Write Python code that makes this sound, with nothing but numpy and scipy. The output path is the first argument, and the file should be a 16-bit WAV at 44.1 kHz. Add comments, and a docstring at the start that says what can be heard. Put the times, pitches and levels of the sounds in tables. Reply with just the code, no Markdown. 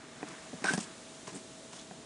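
"""A sneaker on a shoebox

A hand shifts and turns a sneaker on a hollow shoebox lid. Fingers bump the lid and make it ring.
The rubber sole catches, scrapes with a brief rough squeak and knocks down twice. Softer nudges
and rubs follow; each rub is thousands of tiny slips a second. Behind it all is a quiet room
with steady noise, hiss and the faint hum and whine of a fan."""
import sys
import numpy as np
from scipy import signal
from scipy.fft import rfft, irfft
from scipy.io import wavfile

SR = 44100
rng = np.random.default_rng(int(sys.argv[2]) if len(sys.argv) > 2 else 0)


def pcm_store(signal):
    """Save signal as 16-bit PCM."""
    levels = np.round(np.clip(np.atleast_2d(signal), -1, 1) * 32767)
    wavfile.write(sys.argv[1], SR, levels.astype(np.int16).T)


N = 90404
TIME = np.arange(N) / SR
JUDDER_PER_S = 140  # how fast the rubber's grip trembles


def from_db(db):
    """Turn decibels into a number to multiply by."""
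    return 10 ** (np.asarray(db) / 20)


def unit_level(x):
    """Scale a sound so its average (rms) level is 1."""
    return x / np.sqrt(np.mean(x ** 2) + 1e-20)


def cut(x, hz, keep="low", order=2):
    """Keep the low or the high side of hz; a higher order cuts more steeply."""
    return signal.sosfilt(signal.butter(order, hz, keep, fs=SR, output="sos"), x + 1e-18)


def colour(x, spectrum):
    """Shape a sound's bass and treble with (pitch_hz, level_db) points, then set its level to 1."""
    hz, db = np.transpose(spectrum)
    bins = np.maximum(np.fft.rfftfreq(N, 1 / SR), 1)
    gains = from_db(np.interp(np.log(bins), np.log(hz), db))
    return unit_level(irfft(rfft(x) * gains, N))


def drift(per_s):
    """A smooth random wobble with a typical size of 1."""
    smoothing = 1 + (np.fft.rfftfreq(N, 1 / SR) / per_s) ** 2
    return unit_level(irfft(rfft(rng.standard_normal(N)) / smoothing, N))


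def ring(x, hz, fade_s):
    """Each click in x rings as one pure tone that drops 60 dB in fade_s."""
    decay, angle = from_db(-60 / (fade_s * SR)), 2 * np.pi * hz / SR
    return signal.lfilter([0, np.sin(angle)], [1, -2 * decay * np.cos(angle), decay ** 2], x + 1e-18)


def dying_noise(fade_s):
    """A burst of noise that drops 60 dB in fade_s."""
    return rng.standard_normal(N) * np.exp(-np.minimum(np.log(1000) * TIME / fade_s, 50))


def stroke(start_s, length_s, rise_s=0.0032, fall_s=0.0092):
    """The loudness of one rub: it rises, holds and dies away."""
    rise = np.clip((TIME - start_s) / rise_s, 0, 1)
    return rise * np.exp(-np.maximum(TIME - start_s - length_s, 0) / fall_s)


def small_lid(x):
    """The lid is too small to give off much deep bass."""
    return cut(x, 166, "high", order=3)


# The low tones of the whole lid flexing: pitch_ratio, level_db, fade_s
FLEX_TONES = [(1, -1.5, 0.072), (1.42, -9.5, 0.058)]
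# The higher tones of its stiff panel: pitch_hz, level_db, fade_s
PANEL_TONES = [(396, -8.5, 0.045), (577, -14.5, 0.057), (763, -6.5, 0.044), (896, -5.5, 0.019),
               (1062, -11, 0.032), (1430, -19, 0.045), (1590, -3.5, 0.012), (1728, -11.5, 0.0096),
               (1942, -11, 0.031), (2510, -4, 0.015)]
# The sole or fingers hit the lid; the last three levels are relative to level_db:
# start_s, level_db, brightness_hz, thump_hz, thump_db, tick_db, spot_hz, spot_db
KNOCKS = [(0.2289, -28.5, 1660, 300, -1.5, -30, 703, -9), (0.2867, -54.5, 3050, 293, -16, 17.5, 1460, 0),
          (0.5317, -36.5, 511, 259.5, 2, -30, 580, -4), (0.5385, -38, 416, 174, 7.5, -27, 402, -2.5),
          (0.6421, -23.5, 2780, 320, -8, -4, 797, -4), (0.6449, -33.5, 1780, 191, 3.5, -3, 854, -4),
          (0.7070, -32, 700, 282, 5.5, -24, 1100, -2), (0.7309, -43, 3000, 245, -22, 2, 3140, 6),
          (0.7360, -25, 2980, 178.4, 3.5, 1.5, 1655, -1), (0.7443, -37, 1800, 229, 3.5, -2, 1600, -6),
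          (0.7786, -27.5, 910, 217, 6, -9, 710, -12), (1.2769, -39, 1600, 120, 4.5, -2, 1034, 1),
          (1.2815, -44.5, 1300, 300, -9, -12, 400, 1), (1.346, -46, 500, 285, 9.5, -15, 385, -7),
          (1.3565, -41, 900, 274, 4.5, -12, 910, -2), (1.7317, -44.5, 2480, 187, 1, 6.5, 1010, -3.5),
          (1.9103, -33.5, 690, 199, -5.5, -22, 713, -5.5)]
def knocks(crack_db=5.5, snap_db=9):
    """Each blow cracks, flexes the lid, rings its panel and the struck spot, and ticks on the surface."""
    out, click = np.zeros(N), signal.unit_impulse(N)
    for start_s, level_db, brightness_hz, thump_hz, thump_db, tick_db, spot_hz, spot_db in KNOCKS:
        push = cut(click, brightness_hz, order=1)  # a softer touch is duller
        thump = sum(from_db(db) * ring(push, ratio * thump_hz, fade_s)
                    for ratio, db, fade_s in FLEX_TONES)
        panel = sum((-1) ** (k // 2) * from_db(db) * ring(push, hz, fade_s)
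                    for k, (hz, db, fade_s) in enumerate(PANEL_TONES))
        spot = from_db(crack_db) * push + from_db(spot_db) * ring(push, spot_hz, fade_s=0.046)
        tick = from_db(snap_db) * click + dying_noise(fade_s=0.022)
        tick = cut(cut(tick, 2530, "high", order=1), 8700)
        knock = small_lid(panel + spot + from_db(thump_db) * thump) + from_db(tick_db) * tick
        start = int(start_s * SR)
        out[start:] += from_db(level_db) * knock[:N - start]
    return out


def slips(per_s=5000, spread_db=2.5, judder_db=2.05):
    """Rubber crosses cardboard in tiny, uneven slips, bunched together as its grip trembles."""
    sizes_db = spread_db * np.minimum(rng.exponential(1, N), 3.3) + judder_db * drift(JUDDER_PER_S)
    return from_db(sizes_db) * rng.choice([-1, 1], N) * (rng.random(N) < per_s / SR)


# The tone colours of rubbing, one coarse and one fine: pitch_hz, level_db
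RASP_COLOUR = [(60, -60), (150, -21), (550, -7.5), (760, -3), (1750, -2.5), (2600, -7), (3250, -11),
               (5700, -8.5), (7000, -16), (10500, -43)]
FINE_HISS_COLOUR = [(800, -47), (2500, 3), (4600, 3), (5600, 7.5), (9400, 2.5), (10800, -12)]
# The hand brushes faintly over the lid, mostly in the first second: time_s, level_db
HAND_BRUSH = [(0, -56.5), (0.4, -53), (0.6, -57), (0.9, -54), (1.1, -66.5), (2.05, -75)]
# The sole or the hand slides: start_s, length_s, rasp_db, hiss_db, rumble_db
SLIDES = [(0.26, 0.077, -56.5, -64, -51.5), (0.619, 0.009, -47.5, -82, -48.5),
          (0.64, 0.083, -38.5, -49.5, -44), (0.737, 0.013, -50, -43, -68), (0.773, 0.017, -47, -44, -58),
          (0.798, 0.041, -64, -46.5, -53), (1.269, 0.03, -49.5, -49.5, -57), (1.324, 0.061, -58, -58, -49),
          (1.723, 0.094, -58.5, -54, -65)]
def slides(flex_hz=257):
    """Tiny slips rasp and hiss where the surfaces touch, and make the lid rumble."""
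    rasp, hiss = colour(slips(), RASP_COLOUR), colour(slips(), FINE_HISS_COLOUR)
    drag = small_lid(cut(slips(), 335))
    lid_tones = [(ratio * flex_hz, db, fade_s) for ratio, db, fade_s in FLEX_TONES] + PANEL_TONES
    rumble = unit_level(sum(from_db(db) * ring(drag, hz, fade_s) for hz, db, fade_s in lid_tones))
    out = cut(rasp, 3240) * from_db(np.interp(TIME, *np.transpose(HAND_BRUSH)))
    for start_s, length_s, rasp_db, hiss_db, rumble_db in SLIDES:
        rub = from_db(rasp_db) * rasp + from_db(hiss_db) * hiss + from_db(rumble_db) * rumble
        out += stroke(start_s, length_s) * rub
    return out


# The rubber grips and squeaks during the main scrape: start_s, length_s, pitch_hz, level_db
SQUEAKS = [(0.649, 0.018, 1500, -37), (0.682, 0.015, 1535, -33.5)]
def squeaks(rise_hz_per_s=1500, waver=0.015, rough_db=5):
    """The slips lock into a rough, wavering tone that rises as the rubber stretches."""
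    out = np.zeros(N)
    for start_s, length_s, pitch_hz, level_db in SQUEAKS:
        rising_hz = pitch_hz + rise_hz_per_s * np.clip(TIME - start_s, 0, length_s)
        hz = rising_hz * (1 + waver * drift(per_s=174))
        tone = np.sin(2 * np.pi * np.cumsum(hz) / SR)
        rough_tone = unit_level(tone * from_db(rough_db * drift(JUDDER_PER_S)))
        out += from_db(level_db) * stroke(start_s, length_s) * rough_tone
    return out


# The tones the rubber sole rings with: pitch_hz, level_db, fade_s
SOLE_TONES = [(1526, 1, 0.026), (1760, -5, 0.02), (2520, -12, 0.0056), (3800, -8.5, 0.013),
              (5750, -6, 0.0045), (8520, -4, 0.0083)]
def chatter(start_s=0.644, length_s=0.055, per_s=500, jitter=0.5, spread_db=2, gain_db=-34):
    """In the main scrape the tread catches and lets go unevenly; each release rings the sole."""
    gaps, sizes, signs = rng.standard_normal((200, 3)).T
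    times_s = start_s + np.cumsum(np.exp(jitter * gaps)) / per_s
    strengths = from_db(spread_db * np.clip(sizes, -1, 1)) * np.sign(signs)
    clicks = np.bincount((times_s * SR).astype(int), strengths, N)[:N]
    sole = sum((-1) ** k * from_db(db) * ring(clicks, hz, fade_s)
               for k, (hz, db, fade_s) in enumerate(SOLE_TONES))
    return from_db(gain_db) * stroke(start_s, length_s) * sole


# The tread skims over the lid: start_s, length_s, pitch_hz, level_db
SWISHES = [(0.694, 0.072, 8500, -47.5), (0.801, 0.032, 7740, -52), (1.345, 0.028, 8200, -49.5),
           (1.783, 0.028, 3490, -55)]
def swishes(width_ratio=0.22):
    """Fine slips gathered around one high pitch make a thin swish."""
    out = np.zeros(N)
    for start_s, length_s, pitch_hz, level_db in SWISHES:
        edges_hz = pitch_hz * np.exp(np.array([-.5, .5]) * width_ratio)
        band = signal.butter(2, edges_hz, "band", fs=SR, output="sos")
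        swish = unit_level(signal.sosfilt(band, slips()))
        out += from_db(level_db) * stroke(start_s, length_s) * swish
    return out


def echoes(x, level_db=-16.5, delay_s=0.0022):
    """A furnished room sends back a short, dull wash of echoes."""
    tail = cut(dying_noise(fade_s=0.21) * (TIME > delay_s), 5000, order=1)
    return from_db(level_db) * signal.fftconvolve(x, tail / np.sqrt(np.sum(tail ** 2)))[:N]


# The tone colour of the room's noise: pitch_hz, level_db
ROOM_COLOUR = [(25, -26), (55, -9.5), (85, -10), (140, -1), (300, 0), (520, -4.5), (1000, -10),
               (1550, -12.5), (2400, -14.5), (3700, -11.5), (4700, -14.5), (7000, -12), (9500, -16),
               (10800, -23.5)]
# How the hissy top of that noise swells and eases: time_s, change_db
HISS_SWELL = [(0, -6), (0.22, -1.5), (0.5, 1), (1.5, 0.1), (2.05, -2)]
def room_noise(level_db=-50.5):
    """A steady low rush, with a hiss above it that slowly changes in loudness."""
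    noise = from_db(level_db) * colour(rng.standard_normal(N), ROOM_COLOUR)
    low = cut(noise, 2600, order=1)
    hiss = (noise - low) * from_db(np.interp(TIME, *np.transpose(HISS_SWELL)))
    return low + hiss


def fan(hum_hz=239.7, hum_width_hz=9, hum_db=-64.5, whine_hz=645.5, whine_db=-60.5):
    """The fan's low hum is a narrow band of noise; its whine is a wavering tone."""
    phase = 2 * np.pi * hum_hz * TIME
    hum = unit_level(drift(hum_width_hz) * np.cos(phase) + drift(hum_width_hz) * np.sin(phase))
    wavering_hz = whine_hz + 3.15 * drift(per_s=18.4)
    flutter_db = 1.3 * drift(per_s=9.6)
    whine = unit_level(np.sin(2 * np.pi * np.cumsum(wavering_hz) / SR) * from_db(flutter_db))
    return from_db(hum_db) * hum + from_db(whine_db) * whine


def scene(side_db=-70.5):
    """Everything sits in the centre; only a trace of hiss differs between left and right."""
    shoe = knocks() + slides() + squeaks() + chatter() + swishes()
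    side_hiss = cut(cut(rng.standard_normal(N), 6600), 310, "high", order=1)
    sides = from_db(side_db) * unit_level(side_hiss) * np.array([[1], [-1]])
    return shoe + echoes(shoe) + room_noise() + fan() + sides


def record(dry):
    """Cut the treble steeply above 10,700 Hz."""
    return signal.sosfilt(signal.ellip(12, .2, 80, 10700, fs=SR, output="sos"), dry)


dry = scene()
out = record(dry)
pcm_store(out)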